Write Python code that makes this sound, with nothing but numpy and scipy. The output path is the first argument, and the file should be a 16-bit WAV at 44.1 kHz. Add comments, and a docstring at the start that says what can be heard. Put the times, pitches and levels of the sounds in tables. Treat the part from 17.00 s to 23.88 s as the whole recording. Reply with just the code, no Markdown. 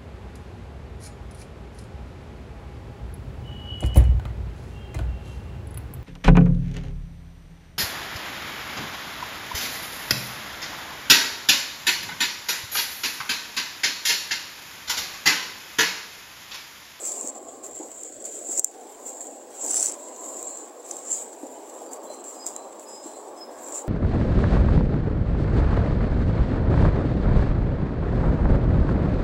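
"""Hiking through tall grass

A hiker on a hillside path carries a small camera whose microphone port (its opening) rings near 7 kHz.
Grass swishes as many tiny blades slip, stems snap in sharp bursts and boots thud on soft ground.
Behind them wind buffets the port, a river rushes far down the valley and birds whistle high and low.
The camera turns itself down for a moment after the loudest cracks."""
import sys
import numpy as np
from scipy import signal
from scipy.io import wavfile
from scipy.ndimage import uniform_filter1d

SR = 44100
rng = np.random.default_rng(int(sys.argv[2]) if len(sys.argv) > 2 else 0)


def log_audio(samples):
    """Write samples as a 16-bit WAV file to the path given in sys.argv[1]."""
    # one column per channel
    frames = np.atleast_2d(samples).T
    # limit to full scale, then quantise
    limited = np.clip(frames, -1, 1)
    pcm = np.round(limited * 32767).astype(np.int16)
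    wavfile.write(sys.argv[1], SR, pcm)


N = 303408
TIME = np.arange(N) / SR

# Tone colours (how strong each frequency is) that several sounds share: f/Hz, level/dB
DULL_SCUFF = [(600, -7.5), (1100, 4.5), (1600, -0.5), (2400, -1), (3800, -1.5), (4600, -5), (6000, -23)]
AIRY_TOP = [(9000, -31.5), (10500, 0), (12500, -2.5), (14500, -5.5), (15700, -4), (17000, -7)]
LOW_RUSTLE = [(150, -32), (230, -2.5), (500, 0.5), (900, -3), (1600, -49)]


def gain_of(db):
    """Turns decibels into a number to multiply a sound by."""
    return 10 ** (np.asarray(db) / 20)


def evened(x):
    """Scales a signal so that its average power is 1."""
    return x / np.sqrt(np.mean(x ** 2) + 1e-20)


def follow(rows, t):
    """Reads a table at the times t, drawing straight lines between its rows."""
    times, *columns = np.transpose(rows)
    return [np.interp(t, times, column) for column in columns]


def add(mix, start, sound):
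    """Lays a sound into the mix, start seconds in."""
    part = mix[round(start * SR):][:len(sound)]
    part += sound[:len(part)]


def colour(x, points, size=4096):
    """Gives x a tone colour, using a filter of energy 1 that rings only after it is struck."""
    f, db = np.transpose(points)
    hz = np.abs(np.fft.fftfreq(size, 1 / SR))
    log_gain = np.log(gain_of(np.interp(np.log(hz + 1), np.log(f + 1), np.maximum(db, -90))))
    response = np.exp(np.conj(signal.hilbert(log_gain)))
    taps = np.fft.ifft(response).real[:size // 2]
    return signal.oaconvolve(x, taps / np.linalg.norm(taps))[:len(x)]


def flicker(ms, db):
    """A random gain that wanders by about db decibels over about ms milliseconds."""
    span = max(round(ms * SR / 1000), 1)
    drift = uniform_filter1d(uniform_filter1d(rng.standard_normal(N), span), span)
    return gain_of(db * evened(drift))


def patches(bins, frames, high, long):
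    """A random map of blobs, each about `high` frequency steps by `long` time steps."""
    noise = rng.standard_normal((frames, bins))
    return evened(uniform_filter1d(uniform_filter1d(noise, high, axis=1), long, axis=0)).T


def hiss():
    """The steady hiss of leaves and of the microphone itself."""
    tone = [(710, -26.5), (1200, -13), (1490, -3.5), (3130, -16), (5370, -10), (6390, -21), (7510, -10),
            (8360, -31.5), (9420, -15), (15100, -23), (15800, -5.5)]  # colour of the hiss: f/Hz, level/dB
    return gain_of(-56.5) * colour(rng.standard_normal(N), tone)


def wind():
    """Wind buffets the port and makes a low, lumpy rumble."""
    gusts = [(0.0, -71.5), (0.21, -75.5), (1.42, -71.5), (1.92, -84.5), (1.97, -66), (2.01, -80),
             (2.47, -82), (2.72, -71), (2.95, -84), (3.41, -78.5), (3.43, -70), (3.85, -99), (3.91, -77.5),
             (5.42, -82), (5.48, -74), (5.73, -80), (6.75, -74.5), (6.88, -81)]  # strength of the buffeting: t/s, level/dB
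    tone = [(20, -1), (45, -9), (90, -1), (130, 2.5), (165, -5), (200, -4), (300, -43)]  # colour of the rumble: f/Hz, level/dB
    lumps = rng.standard_normal(N) * flicker(ms=64, db=2.5)
    return gain_of(follow(gusts, TIME)[0]) * colour(lumps, tone, size=16384)


def river():
    """A far roar. The slope blocks its treble, and the slope's echo cuts a notch (a narrow dip) in it."""
    loudness = [(0.0, -42.5), (0.73, -46), (0.82, -47.5), (1.05, -47), (1.4, -42.5), (1.55, -45),
                (1.78, -45), (2.05, -44.5), (3.35, -42), (3.68, -44), (4.92, -41.5), (5.31, -43),
                (5.67, -42), (5.77, -43), (6.53, -41), (6.76, -40.5), (6.88, -41)]  # strength of the roar: t/s, level/dB
    tone = [(150, -53), (200, -13), (250, -5), (300, -2), (400, -2), (500, 0), (700, -1.5), (1000, -5.5),
            (1400, -11)]  # colour of the roar: f/Hz, level/dB
    # how the slope shades it as the hiker turns: t/s, upper edge/Hz, notch/Hz, notch depth/dB
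    shade = [(0, 1100, 924, 22.5), (.6, 1140, 944, 26), (1, 990, 874, 31), (1.15, 700, 840, -1),
             (1.45, 720, 905, -6), (1.75, 945, 970, 16), (2, 1100, 940, 4), (2.3, 920, 930, 7.5),
             (2.9, 990, 910, 5), (3.15, 1100, 860, 5), (4.05, 1150, 980, 9.5), (4.4, 1015, 1060, 9.5),
             (5.3, 1270, 1000, 3.5), (5.65, 1220, 1020, 0), (5.9, 1146, 1030, 7), (6.88, 1190, 1020, 1)]
    hz = np.fft.rfftfreq(2048, 1 / SR)[:, None]
    t = np.arange(N // 512 + 6) * 512 / SR
    edge_hz, notch_hz, depth_db = follow(shade, t)
    hollow_db = 2.3 * np.exp(-((hz / edge_hz - .93) / .085) ** 2)  # a lift just under the edge
    blocked_db = 10 * np.log10(1 + (hz / edge_hz) ** 16.4)
    notch_db = depth_db * np.exp(-((hz - notch_hz) / 60) ** 2)
    f, db = np.transpose(tone)
    level_db = np.interp(np.log(hz + 1), np.log(f), db) + hollow_db - blocked_db - notch_db
    level_db += 2 * patches(len(hz), len(t), high=3, long=6)
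    real, imag = rng.standard_normal((len(t), len(hz), 2)).T
    roar = signal.istft(gain_of(level_db) * (real + 1j * imag), nperseg=2048, noverlap=1536)[1][:N]
    gain = gain_of(follow(loudness, TIME)[0]) * flicker(ms=17, db=.8) * flicker(ms=53, db=.74)
    return gain * evened(roar)


def rush():
    """A narrow band of rushing noise, higher than the river, that comes and goes."""
    loudness = [(0, -63), (.4, -79), (3, -69), (6.3, -67.5), (6.6, -56), (6.88, -62)]  # t/s, level/dB
    centre_hz, width_hz = 1600, 240
    b, a = signal.iirpeak(centre_hz, centre_hz / width_hz, SR)
    band = signal.lfilter(b, a, rng.standard_normal(N))
    return gain_of(follow(loudness, TIME)[0]) * evened(band)


def whistle(notes, waver_hz):
    """Almost pure notes that glide, swell and fade; pitch and level waver on the way through leaves."""
    attack_s, swell_s, fade_db_per_s = .016, .024, 250
    waver = waver_hz * np.log(flicker(ms=2.4, db=20 / np.log(10)))
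    out = np.zeros(N)
    for start, length, first_hz, last_hz, db, swell_at, top_db in notes:
        t = np.arange(0, length + .25, 1 / SR)
        glide_hz = last_hz + (first_hz - last_hz) * np.exp(-3 * t / length)
        hz = glide_hz + waver[round(start * SR):][:len(t)]
        swell_db = (top_db - db) * np.exp(-((t - swell_at) / swell_s) ** 4)
        fade_db = fade_db_per_s * np.maximum(t - length, 0)
        tone = np.sqrt(2) * np.sin(2 * np.pi * np.cumsum(hz) / SR)
        add(out, start, np.minimum(t / attack_s, 1) * gain_of(db + swell_db - fade_db) * tone)
    return out * flicker(ms=10, db=1.6)


def birds():
    """One bird's two-note calls echo off the trees; a farther bird is heard through echoes alone."""
    # notes, high then low: t/s, length/s, first f/Hz, last f/Hz, level/dB, loudest after/s, loudest/dB
    notes = [(4.875, 0.079, 4770, 4645, -69, .02, -60), (5.06, 0.13, 4010, 4125, -60, 0.059, -53),
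             (5.345, .11, 5070, 4990, -59.5, .077, -43), (5.548, 0.083, 3950, 4050, -63.5, 0.014, -56),
             (5.855, 0.16, 5070, 5070, -53, 0.12, -51), (6.032, 0.11, 4030, 4100, -65, 0.13, -55),
             (6.36, 0.11, 5140, 5118, -54.5, .07, -41.5)]
    far_chirps = [(2.93, .08, 4300, 4210, -71, .04, -71), (3.04, 0.14, 4210, 4180, -66.5, .02, -65),
                  (3.19, .04, 4130, 4170, -69, .02, -66), (3.285, .025, 4240, 4240, -64, .01, -59),
                  (3.32, .03, 4030, 4020, -67, .01, -66), (3.415, 0.033, 3870, 3930, -65, .015, -53),
                  (3.465, .04, 4000, 4180, -62, .03, -54), (3.525, 0.061, 4200, 4100, -62.5, .015, -56),
                  (3.59, .025, 4070, 4000, -65, .01, -62)]  # the farther bird's notes: same columns
    calls = whistle(notes, waver_hz=14)
    twitter = gain_of(-6.5) * whistle(far_chirps, waver_hz=90.5)  # weakened by distance
    t = np.arange(SR // 2) / SR
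    echoes = rng.standard_normal(len(t)) * gain_of(-60 * t / .4) * (1 - np.exp(-t / .015))
    scatter = rng.standard_normal(len(t)) * gain_of(-60 * t / .13)
    trail = gain_of(-9) * signal.oaconvolve(calls, echoes / np.linalg.norm(echoes))[:N]
    return calls + trail + signal.oaconvolve(twitter, scatter / np.linalg.norm(scatter))[:N]


def boots():
    """A boot on soft ground makes a low ring that dies quickly, and a longer muffled crunch."""
    steps = [(0.165, -40, 514, .05, -40.5), (0.24, -29.5, 271, 0.079, -41.5), (0.412, -34, 364, 0.058, -57),
             (0.798, -22.5, 336, 0.035, -35.5), (1.49, -26.5, 325, 0.041, -43),
             (1.58, -34, 400, 0.056, -43), (2.631, -39, 300, 0.082, -35.5), (3.457, -30, 608, 0.04, -47),
             (4.431, -23.5, 288, 0.034, -39), (5.03, -39.5, 450, .05, -41.5),
             (5.102, -21.5, 600, 0.03, -45), (5.49, -40, 594, .05, -40), (6.056, -26.5, 324, 0.054, -44.5),
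             (6.168, -27, 576, 0.033, -51), (6.73, -38, 587, 0.12, -47)]  # boots landing: t/s, ring level/dB, f/Hz, time to fade 60 dB/s, crunch/dB
    out, t = np.zeros(N), np.arange(SR // 5) / SR
    for start, db, hz, fade_s, crunch_db in steps:
        ring = gain_of(db - 60 * t / fade_s) * np.sin(2 * np.pi * hz * t)
        crunch = gain_of(crunch_db - 60 * t / .4) * colour(rng.standard_normal(len(t)), LOW_RUSTLE)
        add(out, start, (ring + crunch) * (1 - np.exp(-t / .0014)))
    return out


def snaps():
    """A stem cracks in a burst that rings the port, then splinters; shorter bursts sound sharper."""
    # stems breaking: t/s, tick peak/dB, length/ms, then relative to the tick: crack/dB, scuff/dB, air/dB
    breaks = [(0.0638, -18, .3, -30, -35, -30), (0.0727, -18, 0.35, -33, -36, -34),
              (0.2107, -18, .5, -31, -35.5, -34), (0.274, -16.5, .4, -34, -38, -36),
              (0.6406, -32, 1.1, -30.5, -29, -25), (0.993, -32, .3, -24, -34, -20),
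              (1.032, -24.5, 1.9, -31, -32, -38), (1.222, -30, 1.4, -28, -27, -28),
              (1.241, -27, 0.92, -30, -32, -30), (1.3325, -30, .4, -26, -23, -26),
              (1.5529, -21, .3, -36, -40, -32), (1.5765, -11, 0.32, -31, -42, -31),
              (1.5946, -4.5, 0.24, -39, -52, -40), (1.6446, 1.5, 0.37, -44, -59, -39),
              (2.068, -28, 1.5, -27, -30, -20), (2.2687, -23.5, .9, -39, -38, -38),
              (2.647, -22, 0.47, -29, -32, -26), (2.663, -16, 0.26, -31, -35, -27),
              (2.712, -17, 0.45, -28, -35, -32), (2.7433, -12, 0.38, -23, -17, -30),
              (2.768, -10, 0.32, -30, -38, -35), (2.799, -12, .4, -28, -36, -35),
              (2.8073, -14, .3, -21, -38, -28), (2.826, -10, .6, -11, -40, -29),
              (2.859, -10, .6, -12, -36, -35), (2.8676, -12.5, .3, -22, -40, -31),
              (2.886, -18, .4, -11, -31, -32), (2.9216, -19, .4, -32, -37, -36),
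              (3.162, -31, 0.5, -7, -22, -29), (3.4274, -21, .5, -33, -39, -35),
              (3.5728, -22, .7, -34, -34, -24), (3.909, -19, 1.9, -10, -25.5, -36),
              (3.965, -26.5, 2.3, -29, -27, -27), (4.932, -22, 0.83, -29, -38, -23),
              (5.2404, -30, 0.72, -25, -17, -28), (5.4647, -12.5, .5, -35, -43, -27),
              (5.4764, -27, 0.49, -22, -20, -23), (5.563, -20.5, 0.45, -30, -16, -33),
              (5.7952, -35.5, 0.3, -22, -22, -15), (6.6855, -29, 0.46, -27, -12, -23),
              (6.7226, -23.5, 0.57, -28, -15, -37)]
    tick_tone = [(4500, -41), (5600, -22), (6400, -7.5), (7300, 5), (8200, -2), (9200, -18), (11000, -27)]  # the port struck once, close by: f/Hz, level/dB
    crack_tone = [(3000, -2), (4000, 1), (5200, 8), (6200, 35), (7400, -32), (9000, -27), (10500, -17),
                  (12500, -69)]  # the wide edge of a snap: f/Hz, level/dB
    out, t = np.zeros(N), np.arange(1500) / SR
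    for start, db, ms, crack_db, scuff_db, air_db in breaks:
        age = t * 1000 / ms
        splinters = .04 * np.exp(-t / .006)
        burst = rng.standard_normal(len(t)) * (age * np.exp(1 - age) + splinters)
        burst[np.argmax(age > 1)] += .75 / ms  # the break itself is one sharp click
        parts = [(tick_tone, 0), (crack_tone, crack_db), (DULL_SCUFF, scuff_db), (AIRY_TOP, air_db)]
        for tone, part_db in parts:
            part = colour(burst, tone)
            add(out, start, gain_of(db + part_db) * part / abs(part).max())
    return out


def blades(per_s, spread_db):
    """Tiny uneven slips of grass blades over finer rubbing, in clumps that start at once and die away."""
    sizes = gain_of(spread_db * np.minimum(rng.exponential(1, N), 4)) * rng.choice([-1, 1], N)
    slips = evened(sizes * (rng.random(N) < per_s / SR))
    starts = rng.exponential(1, N) * (rng.random(N) < 60 / SR)  # about 60 clumps a second
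    clumps = 2.6 + signal.lfilter([1], [1, -np.exp(-1 / (.008 * SR))], starts)
    rubbing = rng.standard_normal(N)
    return evened((slips + rubbing) * clumps * flicker(ms=10, db=.68))


def leg_sweeps():
    """Levels in dB of the grass's ring, wide swish and airy top: each sweep rises, holds and falls."""
    # legs sweeping through grass: t/s, hold/s, ring level/dB, time to rise 20 dB/s,
    # time to fall 20 dB/s, then relative to the ring: swish/dB, air/dB
    sweeps = [(0.039, .05, -30.5, 0.1, 0.21, -9.5, -17), (0.151, 0.15, -33.5, .15, -0.01, -14, -26.5),
              (0.352, 0.031, -41, -0.8, -0.1, -14, -25), (0.5, .01, -44, 0.3, 0.2, -22, -25),
              (0.638, .01, -34, -0.07, 0.08, -13, -18), (0.77, 0.025, -40.5, 0.2, 0.6, -16, -20),
              (0.943, 0.073, -41, -0.1, .03, -18, -21), (1.05, .005, -32.5, 0, .07, -19, -32),
              (1.145, 0.0079, -42.5, .08, 0.2, -17, -29), (1.252, 0.0041, -28.5, -0.01, .06, -15.5, -22),
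              (1.357, .005, -33, 0.1, .1, -14.5, -19), (1.526, .005, -25.5, 0.14, .07, -18.5, -21),
              (1.584, 0.013, -21.5, 0.04, .02, -17.5, -27), (1.655, .02, -33, 0.37, 0.05, -14, -23),
              (1.906, 0.15, -51, 1.5, 0.7, -8, -12.5), (2.073, 0.0075, -32, 0.05, 0.09, -14.5, -17),
              (2.155, 0.11, -40.5, .1, 0.33, -21, -23), (2.51, 0.013, -49.5, .03, 1.2, -5.5, -11),
              (2.65, 0.012, -29, 0.1, 0.29, -16, -19), (2.757, .02, -25.5, 0.14, 0.0853, -5, -25),
              (2.8, 0.077, -27.5, 0.05, 0.07, -6, -21), (3.075, .01, -43.5, 0.3, 0.16, -13, -21),
              (3.211, 0.12, -40, 0.07, .5, -15.5, -16.5), (3.435, .15, -37.5, .5, 0.15, -19, -27),
              (3.924, 0.0073, -39, 0.15, 0.18, -8, -15), (4.126, 0.027, -27, .12, 0.1, -13.5, -27),
              (4.199, 0.018, -33.5, 0.18, 0.09, -15.5, -21), (4.434, .005, -50, 0.7, .15, -12, -20),
              (4.766, 0.061, -47.5, 1.7, 0.16, -12, -14), (4.914, 0.028, -43, -0.35, 0.04, -9.5, -12),
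              (5.035, 0.0067, -47, -0.22, 0.1, -10, -7), (5.102, .05, -46.5, -0.5, .08, -8.5, -15),
              (5.213, .005, -47, 0.1, -0.1, -22, -24), (5.244, 0.073, -41, -0.1, 0.2, -13, -16),
              (5.46, 0.018, -36.5, -0.1, 0.13, -12, -17), (5.58, .01, -48, 1, 0.6, -16, -25),
              (5.796, .04, -47, 0, 0.14, -11, -13), (5.888, 0.014, -43.5, 0.02, 0.24, -15, -19),
              (6.062, 0.0046, -41.5, 0.07, 0.16, -10.5, -20), (6.158, 0.0043, -46, -0.3, 0.3, -17, -20),
              (6.367, .02, -52.5, -0.2, .1, -5, -9), (6.512, .04, -54.5, -0.1, 1, -7, -12),
              (6.627, .01, -47, -0.15, -2, -12, -9), (6.68, 0.027, -39.5, 0.15, -0.2, -13, -16),
              (6.75, .03, -30, 0.05, .05, -13, -24), (6.816, .005, -37, 0, -0.8, -21, -27)]
    rest_db = (-74, -64.5, -72)  # grass settling between sweeps: ring, swish, air
    t = np.arange(N // 32 + 2) * 32 / SR
    power = gain_of(rest_db)[:, None] ** 2 * np.ones(len(t))
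    for start, hold, db, rise, fall, swish_db, air_db in sweeps:
        before = np.maximum(start - t, 0) / max(rise, .01)
        after = np.maximum(t - start - hold, 0) / max(fall, .01)
        power += gain_of(db - 20 * (before + after) + np.array([[0], [swish_db], [air_db]])) ** 2
    return [np.interp(TIME, t, 10 * np.log10(band)) for band in power]


def grass():
    """Slipping blades swish and ring the port; shifting stems nearby colour the sound in small patches."""
    ring_tone = [(5600, -49.5), (6300, -27), (6750, -3), (7100, 2.5), (7450, 7), (7900, -1.5),
                 (8250, -10.5), (8800, -26.5), (10000, -38)]  # the ring of the port: f/Hz, level/dB
    swish_tone = [(3500, -39), (4500, -9), (5300, -4), (6200, 5.5), (7400, -2), (8600, 3), (9800, -2),
                  (11000, -12), (13000, -49.5)]  # the wide swish on both sides of the ring: f/Hz, level/dB
    slips = blades(per_s=2000, spread_db=1.5)
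    finer = evened(slips + .98 * rng.standard_normal(N))
    puffs = finer * evened(flicker(ms=18, db=1.8))
    ring_db, swish_db, air_db = leg_sweeps()
    effort_db = swish_db + 50  # scuff and rustle grow with the swish, but more slowly
    layers = [(slips, ring_db, ring_tone), (slips, swish_db, swish_tone), (puffs, air_db, AIRY_TOP),
              (finer, -56 + .4472 * effort_db, DULL_SCUFF), (finer, -56 + .5 * effort_db, LOW_RUSTLE)]
    swishing = sum(colour(noise * gain_of(db), tone) for noise, db, tone in layers)
    spectra = signal.stft(swishing, nperseg=512, noverlap=384)[2]
    stems = evened(gain_of(2.93 * patches(*spectra.shape, high=2, long=20)))
    return signal.istft(spectra * stems, nperseg=512, noverlap=384)[1][:N]


def scene():
    """All the sounds in one channel; the port cuts the bass of everything but the wind."""
    mix = hiss() + grass() + snaps() + boots() + river() + rush() + birds()
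    low_cut = signal.butter(4, 215, "highpass", fs=SR, output="sos")
    return (signal.sosfilt(low_cut, mix) + wind())[None]


def record(dry):
    """The camera turns down just after loud cracks and recovers, clips peaks and cuts the top treble."""
    limit_db, max_dip_db, lag_s, recover_db_per_s = -6.2, 10, .0067, 108
    ceiling, top_hz = .92, 15850
    over = np.clip(20 * np.log10(abs(dry[0]) + 1e-9) - limit_db, 0, 1)
    recovery_db = recover_db_per_s * TIME
    held_db = np.maximum.accumulate(np.where(over > 0, max_dip_db * over + recovery_db, 0))
    dip_db = np.maximum(held_db - recovery_db, 0)
    late_db = np.interp(TIME - lag_s, TIME, uniform_filter1d(dip_db, size=200))
    clipped = np.clip(dry / gain_of(late_db), -ceiling, ceiling)
    treble_cut = signal.firwin(511, top_hz, window=("kaiser", 9), fs=SR)
    return signal.oaconvolve(clipped, treble_cut[None], "same")


dry = scene()
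out = record(dry)
log_audio(out)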